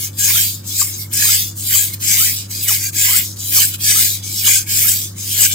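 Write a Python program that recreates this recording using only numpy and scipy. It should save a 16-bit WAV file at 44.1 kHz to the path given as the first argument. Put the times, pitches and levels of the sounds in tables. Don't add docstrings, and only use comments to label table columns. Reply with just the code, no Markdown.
import sys
import numpy as np
from scipy import signal
from scipy.io import wavfile
from scipy.ndimage import uniform_filter1d

SR = 44100
rng = np.random.default_rng(int(sys.argv[2]) if len(sys.argv) > 2 else 0)


def natural_amplitude(level_db):
    exponent = np.asarray(level_db, float) / 20
    return 10 ** exponent


def put_to_file(sound):
    columns = np.atleast_2d(sound).T
    safe = np.clip(columns, -1, 1)
    whole_steps = np.round(safe * 32767)
    wavfile.write(sys.argv[1], SR, whole_steps.astype(np.int16))


N = 244578

# f/Hz, level/dB
LEFT_EAR = [(1000, -28), (1350, -28), (1600, -21.5), (2200, -14), (3000, -9), (4500, -1.5), (6000, -8.5),
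            (7500, -1), (8600, -1), (10500, -0.5), (12700, 1.5), (14000, -3.5), (15000, 5), (15700, -13)]
RIGHT_EAR = [(1000, -38), (1350, -38.5), (1600, -16.5), (2200, -11), (3300, -7), (4000, -2), (4800, -0.5),
             (6100, -10), (7500, -8), (8600, -7.5), (10000, -3), (12600, 0), (13900, 4.5), (15600, 1.5)]


def read(points, hz):
    f, value = np.transpose(points)
    return np.interp(np.log(hz + 1), np.log(f + 1), value)


def evened(x):
    return x / np.sqrt(np.mean(abs(x) ** 2) + 1e-20)


def drift(count, length, size):
    noise = rng.standard_normal((length, count))
    smooth = uniform_filter1d(uniform_filter1d(noise, size, 0), size, 0)
    return evened(smooth.T)


def resonate(x, hz, width_hz):
    carrier = np.exp(2j * np.pi * np.cumsum(hz) / SR)
    r = np.exp(-np.pi * width_hz / SR)
    return 2 * (carrier * signal.lfilter([1 - r], [1, -r], x / carrier)).real


def resonate_twice(x, hz, width_hz):
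    return resonate(resonate(x, hz, width_hz), hz, 2 * width_hz)


def pair(first, second, likeness):
    return np.array([first, likeness * first + np.sqrt(1 - abs(likeness) ** 2) * second])


def bumps(t, events):
    return [(db, np.exp(-((t - at) / (length / 2)) ** 2)) for at, db, length in events]


def grit(per_s=18000, spread_db=.8, chatter_db=.7):
    size_db = spread_db * np.minimum(rng.exponential(1, (N, 2)), 5)
    size = natural_amplitude(size_db) * rng.standard_normal((N, 2))
    ticks = (size * (rng.random((N, 2)) < per_s / SR)).T
    return evened(ticks * natural_amplitude(chatter_db * drift(count=1, length=N, size=120)))


def rasp(ticks, wander_db=3.0, slide=0.019, patchy_db=3.76, gain_db=3.18, likeness=0.62, sway_rad=1.0):
    # edge ring/dB, blade ring/dB, spine ring/dB
    strokes = [
        [(0.0, -25, -5, -13, -21), (0.038, -22.5, -4, -9, -24), (0.08, -31.5, 0, -5, -14),
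         (0.106, -50, -1, 2, -12), (0.13, -55, -11, -4, -19)],
        [(0.13, -47, -2, 5, -15), (0.164, -40, -6, -7, -18), (0.194, -22, 2, -7.5, -13.5),
         (0.248, -17, -2.5, -10, -12.5), (0.378, -13, -6.5, -9.5, -12.5), (0.42, -17, 0, -8.5, -15.5),
         (0.482, -19, -10, -3.5, -23), (0.512, -26.5, -3, -4, -24), (0.554, -32.5, 1.5, -3, -26),
         (0.63, -52, -1, 2, -17)],
        [(0.63, -51, 3, 0, -5), (0.678, -30, 3, -7, -33), (0.716, -28, -2.5, -2, -25),
         (0.808, -18.5, -1.5, -7.5, -16.5), (0.876, -23, -4, -17, -19.5), (0.956, -36, 5.5, 0, -19),
         (0.984, -28, -5, -14, -25), (1.022, -25.5, -9, -3.5, -34), (1.09, -52, -4, -7, -11)],
        [(1.09, -59, 11, -12, -24), (1.118, -33.5, -12, -3, -13), (1.138, -23.5, 3, -11, -15),
         (1.23, -16, 1, -6, -8), (1.276, -14, -7, -8, -17), (1.352, -15, -4, -10, -14),
         (1.402, -18, -11.5, -2.5, -22), (1.482, -27.5, -2.5, -8, -25), (1.54, -50, 6, 2, -15)],
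        [(1.54, -52, 2, -1, -14), (1.578, -28, -2.5, -13, -34), (1.622, -29.5, 1, -8, -25),
         (1.674, -20, -8, -4.5, -29), (1.72, -16, -10, -11, -13), (1.748, -12, -3.5, -13, -17),
         (1.852, -19, -5, -10.5, -19), (1.95, -39.5, -4.5, -8.5, -20), (1.985, -50, -2, 3, -3)],
        [(1.985, -54, -4, -16, -27), (2.003, -32.5, -6, -6, -20), (2.029, -23.5, 1.5, -6.5, -10),
         (2.119, -16, 0, -8, -10), (2.233, -13.5, -7.5, -11, -20), (2.261, -16.5, -1.5, -8, -12),
         (2.289, -18.5, -1, -8, -15.5), (2.341, -21.5, -9, -6, -25), (2.403, -31.5, 5, 4, -16),
         (2.475, -49, 2, 1, -6)],
        [(2.475, -51, -2, -10, -10), (2.519, -29.5, 0, -4, -19), (2.611, -28, -1, -1, -21),
         (2.643, -16, -13.5, -11, -28), (2.669, -24, -9, -5, -18), (2.685, -13.5, -3.5, -9, -15),
         (2.885, -23.5, -3, -11.5, -18.5), (2.905, -35, 0, -3, -17), (2.92, -68, 0, -40, -34)],
        [(2.92, -44, 6, -25, -24), (2.932, -32, -8, -4, -8), (2.962, -23.5, -3, -8, -17.5),
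         (3.016, -16, 3.5, -5, -11), (3.11, -15, -5, -9, -10.5), (3.18, -15.5, -0.5, -6.5, -20),
         (3.198, -17.5, -7.5, -7, -8), (3.322, -40, 4, 0.5, -28), (3.36, -51, 5, -5, -9)],
        [(3.36, -44, -5, -6, -15), (3.402, -33, 4, -1.5, -22), (3.502, -21.5, -6.5, -10, -22),
         (3.532, -18, -8, -8.5, -11.5), (3.566, -9.5, -9.5, -12.5, -19.5), (3.636, -15, 1.5, -8, -9),
         (3.68, -21, -6, -10.5, -26), (3.758, -35, -4, -1, -11), (3.78, -53, 5, -8, -12)],
        [(3.78, -42, -8, -11, -10), (3.81, -25, -5, -2, -17), (3.844, -19.5, 2.5, -6, -12),
         (3.91, -14.5, 0.5, -2, -10), (3.934, -18.5, 4, -9, -6), (3.956, -16, -2, -8, -12.5),
         (4.01, -12, -4.5, -11, -16), (4.156, -24.5, -4, -3.5, -22), (4.22, -50, 9, 2, -8)],
        [(4.22, -46, -2, 8, -4), (4.24, -34.5, 5, -3, -21), (4.41, -22, -3.5, -5, -21.5),
         (4.432, -21, -9, -7.5, -11.5), (4.474, -9.5, -5.5, -6.5, -17), (4.484, -13.5, 2.5, -10, -9),
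         (4.58, -18, 3.5, -5, -18), (4.628, -32, 0.5, -5, -10), (4.655, -54, 9, -5, 4)],
        [(4.655, -50, -1, -5, 3), (4.675, -28.5, -6, -9, -13), (4.709, -20.5, 0, -6, -12),
         (4.775, -16.5, 0, -9.5, -15.5), (4.865, -14, -8, -13, -17), (4.889, -14, -1, -9.5, -16),
         (4.945, -19.5, -6, -11, -19), (4.959, -18.5, -7.5, -8, -21.5), (5.045, -29.5, 1.5, -5, -24),
         (5.14, -50.5, 1, 0, -22)],
        [(5.14, -55, -1, -1, -10), (5.184, -35, 3, -3.5, -18), (5.328, -21.5, -4.5, -3.5, -23.5),
         (5.366, -20.5, -8.5, -5, -16), (5.412, -11, -3, -11, -17), (5.458, -15, 3.5, -5.5, -7),
         (5.49, -21, -8, -12, -22), (5.53, -24.5, 9.5, 2, -9), (5.546, -28, -5, -14, -20)],
    ]
    layer_hz = (2000, 3900, 7200, 11500)
    # f/Hz, width/Hz, level over the rasp/dB
    blade_modes = [(1640, 330, 4.5), (2150, 324, 6.5), (2486, 164, 1), (2950, 330, 5), (3400, 157, 4.5),
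                   (3953, 74, 3.5), (4780, 165, -3), (5090, 49, 2), (5660, 360, 6), (6240, 390, 11.5),
                   (6765, 47, 12.5), (7305, 320, 7), (7700, 140, 7), (8140, 86, 7), (9020, 360, 6)]
    # f/Hz, width/Hz, depth/dB
    bounce_dips = [(1880, 130, 10), (2790, 140, 8), (3600, 130, 6), (4220, 200, 5), (5850, 150, 4)]
    # f/Hz, phase/rad
    phase_turn = [(1500, 0.1), (2400, -.3), (2800, -2.3), (3100, 0.1), (3550, -1.9), (3850, .6),
                  (4250, 3.1), (4750, 6.2), (5700, 4.3), (6800, 5.6), (8000, 6.3), (8700, 3.2),
                  (11500, 4.4), (13500, 6.3)]
    # t/s, level/dB, length/s
    bites = [
        (0.818, 2, 0.014),
        (1.943, 14.5, 0.024),
        (2.756, 1.5, 0.023),
        (2.8, -6.5, .07),
        (2.84, 10, 0.0012),
        (3.37, 6, 0.011),
        (3.748, 8.5, .025),
        (4.552, 0.5, 0.037),
        (1.133, 3.5, 0.018),
        (2.511, 5.5, 0.017),
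    ]

    hz, t, z = signal.stft(ticks, SR, nperseg=1024, noverlap=896)
    f_bin = hz[:, None]
    s, hiss_db, *ring_db = np.transpose(np.concatenate(strokes))

    swell = drift(count=len(blade_modes), length=len(t), size=14)
    shift = drift(count=len(blade_modes), length=len(t), size=40)
    power = 1
    for k, (f, width, db) in enumerate(blade_modes):
        offset = 2 * (f_bin - f * (1 + slide * shift[k])) / width
        power = power + natural_amplitude(2 * (db + wander_db * swell[k])) / (1 + offset ** 2)
    for (f, width, db), move in zip(bounce_dips, drift(count=len(bounce_dips), length=len(t), size=25)):
        offset = 2 * (f_bin - f * (1 + 0.045 * move)) / width
        power = power * natural_amplitude(-2 * db * (1 + move / 2) / (1 + offset ** 2))

    patches = np.array([evened(uniform_filter1d(drift(count=len(hz), length=len(t), size=16), 3, 0))
                        for _ in range(2)])
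    ears_db = np.array([read(LEFT_EAR, hz), read(RIGHT_EAR, hz)])[:, :, None]
    colour = np.sqrt(power) * natural_amplitude(ears_db + patchy_db * patches)

    layers_db = np.array([np.interp(t, s, c) for c in ring_db[::-1]] + [0 * t])
    layers_db -= layers_db.mean(1, keepdims=True)
    blend = np.array([np.interp(np.log(hz + 1), np.log(layer_hz), row) for row in np.eye(len(layer_hz))])
    colour *= natural_amplitude(blend.T @ layers_db)
    top = colour[:, hz > 9000]
    colour /= np.sqrt((top ** 2).mean(0).sum(0).mean() / len(hz))

    sway = evened(uniform_filter1d(drift(count=len(hz), length=len(t), size=40), 16, 0))
    phase = read(phase_turn, hz)[:, None] + sway_rad * sway
    spectra = pair(*z, likeness * np.exp(1j * phase)) * colour
    both = signal.istft(spectra, SR, nperseg=1024, noverlap=896)[1][:, :N]

    now = np.arange(N) / SR
    bite_db = sum(db * course for db, course in bumps(now, bites))
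    return both * natural_amplitude(np.interp(now, s, hiss_db) + bite_db + gain_db)


def rings(ticks, width_hz=70, broken_db=3):
    # start/s, end/s, f/Hz, level/dB rms
    free_modes = [(0.187, 0.268, 1625, -37.5), (1.122, 1.195, 1625, -44.5), (1.776, 1.845, 1644, -38),
                  (2.04, 2.205, 1650, -49), (2.795, 2.91, 1595, -43), (2.948, 3.05, 1640, -38),
                  (3.617, 3.655, 1630, -31), (3.73, 3.753, 1450, -44), (3.84, 3.91, 1680, -39),
                  (4.497, 4.632, 1570, -37.5), (4.663, 4.746, 1620, -44), (5.447, 5.472, 1567, -30),
                  (5.5, 5.55, 1590, -45), (0.0, 0.084, 2150, -47), (0.826, 0.884, 2150, -50),
                  (0.98, 1.068, 2150, -45), (1.913, 1.953, 2140, -45), (2.09, 2.172, 2290, -35),
                  (2.503, 2.624, 2480, -47), (2.79, 2.9, 2360, -42), (4.22, 4.36, 2270, -47),
                  (.36, 0.438, 3170, -26.5), (1.733, 1.765, 3050, -26), (2.68, 2.715, 2950, -27),
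                  (4.44, 4.477, 2950, -23), (5.392, 5.42, 2880, -24.5), (2.502, 2.628, 4830, -36),
                  (2.778, 2.9, 4650, -31.5), (2.966, 3.055, 7240, -23), (1.283, 1.375, 7700, -23.5)]
    out = np.zeros((2, N))
    broken = natural_amplitude(broken_db * drift(count=1, length=N, size=400)[0])
    for start, end, hz, db in free_modes:
        at = np.arange(max(round(start * SR), 0), min(round(end * SR), N))
        pitch = np.full(len(at), float(hz))
        ring = evened(resonate_twice(ticks[0, at], pitch, width_hz * np.sqrt(hz / 1600)) * broken[at])
        ring = natural_amplitude(db) * ring * signal.windows.tukey(len(at), .4)
        lean_db = (read(LEFT_EAR, hz) - read(RIGHT_EAR, hz)) / 2
        out[:, at] += natural_amplitude(np.array([[lean_db], [-lean_db]])) * ring
    return out


def walls(x, t60_s=0.28, wet_db=-16):
    t = np.arange(SR // 3) / SR
    tail = rng.standard_normal((len(t), 2)).T * natural_amplitude(-60 * t / t60_s) * (t > .006)
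    return natural_amplitude(wet_db) * signal.fftconvolve(x, tail / np.linalg.norm(tail[0]), axes=1)[:, :N]


def room(floor_db=-41):
    # f/Hz, likeness
    ear_likeness = [(60, 0.93), (130, 1.0), (290, 0.79), (640, -1.02), (1410, 0.81), (3100, 0.23),
                    (6820, -0.65), (15000, 1)]
    # f/Hz, level/dB per Hz
    floor_spectrum = [(12, -61), (20, -19), (48, -28.5), (70, -12.5), (113, -10), (220, -10), (481, -23),
                      (553, -18), (654, -24.5), (1790, -32), (2790, -61), (4240, -51), (4740, -56),
                      (15800, -56)]
    # f/Hz, width/Hz, level/dB rms
    drone_modes = [(187.2, 19, -50), (318, 26, -52)]
    # f/Hz, level/dB rms
    hum_tones = [(100, -32.5), (143.6, -51)]

    hz, _, z = signal.stft(rng.standard_normal((N, 2)).T, SR, nperseg=2048)
    likeness = np.clip(read(ear_likeness, hz), -1, 1)[:, None]
    spectra = pair(*z, likeness) * natural_amplitude(read(floor_spectrum, hz))[:, None]
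    floor = signal.istft(spectra, SR, nperseg=2048)[1][:, :N]

    drones = sum(natural_amplitude(db) * evened(resonate_twice(rng.standard_normal(N), np.full(N, f), width))
                 for f, width, db in drone_modes)

    t = np.arange(N) / SR
    waver = drift(count=len(hum_tones), length=N, size=6000)
    hum = 0
    for k, (f, db) in enumerate(hum_tones):
        level_db = db + 0.22 * (2 + 6.2 * k) * waver[k]
        hum = hum + np.sqrt(2) * natural_amplitude(level_db) * np.sin(2 * np.pi * (f * t + rng.random()))
    return natural_amplitude(floor_db) * evened(floor) + drones + hum


def tip(ticks, sharp=13, ripple_db=3.5, ripple_hz=275, fade_db=10, broken_db=2.5):
    # t/s, f/Hz, level/dB
    glides = [
        [(.24, 850, -53), (.275, 890, -46), (.32, 1110, -51), (.38, 1530, -33), (.45, 2100, -52),
         (.55, 3180, -52)],
        [(.68, 3260, -52), (.76, 2440, -50), (.8, 1630, -48), (.82, 1110, -36), (.85, 950, -65)],
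        [(1.2, 900, -51), (1.235, 970, -59), (1.29, 1350, -42), (1.36, 2070, -39), (1.46, 3160, -57)],
        [(1.62, 3200, -49), (1.7, 2170, -40), (1.735, 1740, -48), (1.755, 1130, -48), (1.78, 960, -55)],
        [(2.12, 890, -35), (2.15, 920, -60), (2.22, 1350, -35.5), (2.29, 2150, -44), (2.4, 3200, -48)],
        [(2.6, 2950, -30), (2.67, 2140, -33), (2.7, 1265, -38), (2.72, 914, -31.5), (2.745, 875, -66)],
        [(3.06, 950, -52), (3.09, 990, -40), (3.15, 1360, -38), (3.21, 2190, -42), (3.3, 3170, -67)],
        [(3.46, 2900, -49), (3.53, 1850, -39), (3.58, 1190, -36.5), (3.6, 990, -42), (3.62, 900, -55)],
        [(3.92, 960, -57), (3.97, 1270, -34), (4.03, 1750, -51), (4.08, 2320, -39), (4.17, 3300, -57)],
        [(4.36, 3140, -44), (4.43, 2250, -34), (4.46, 1370, -44), (4.49, 980, -39), (4.52, 900, -49)],
        [(4.82, 1150, -50), (4.85, 1250, -42), (4.92, 2150, -32), (4.99, 2460, -47), (5.07, 3400, -63)],
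        [(5.28, 3050, -33), (5.36, 2140, -41), (5.4, 1530, -32), (5.43, 1080, -63), (5.46, 950, -55)],
    ]
    out = np.zeros(N)
    broken = drift(count=1, length=N, size=350)[0]
    for rows in glides:
        s, hz, db = np.transpose(rows)
        at = np.arange(round(s[0] * SR), round(s[-1] * SR))
        pitch = np.exp(np.interp(at / SR, s, np.log(hz)))
        ring = evened(resonate_twice(ticks[0, at], pitch, hz.mean() / sharp))
        level_db = np.interp(at / SR, s, db) + ripple_db * np.cos(2 * np.pi * pitch / ripple_hz)
        level_db += broken_db * broken[at] - fade_db * np.maximum(np.log2(pitch / 1400), 0)
        out[at] += natural_amplitude(level_db) * ring * signal.windows.tukey(len(at), .2)
    return out * natural_amplitude(np.array([[-1.5], [1.5]]))


def scuffs(ticks, low_hz=350, high_hz=1500):
    # t/s, level/dB, length/s
    catches = [
        (2.684, -47, 0.037),
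        (3.017, -67, .015),
        (3.594, -44, 0.042),
        (3.916, -37, 0.016),
        (4.04, -58, 0.044),
        (4.493, -42, 0.032),
        (5.41, -39, 0.044),
    ]
    shape = sum(natural_amplitude(db) * course for db, course in bumps(np.arange(N) / SR, catches))
    band = signal.butter(2, [low_hz, high_hz], "band", fs=SR, output="sos")
    return shape * evened(signal.sosfilt(band, ticks))


def scene():
    ticks = grit()
    knife = rasp(ticks) + tip(ticks) + rings(ticks) + scuffs(ticks)
    return knife + walls(knife) + room()


def roll_off(x):
    return signal.sosfilt(signal.butter(12, 15900, fs=SR, output="sos"), x)


def record(dry):
    x = np.clip(dry, -1.1, 1.1)
    edge = signal.firwin(1535, 15815, window=("kaiser", 8), fs=SR)
    return roll_off(signal.oaconvolve(x, edge[None], "same"))


dry = scene()
out = record(dry)
put_to_file(out)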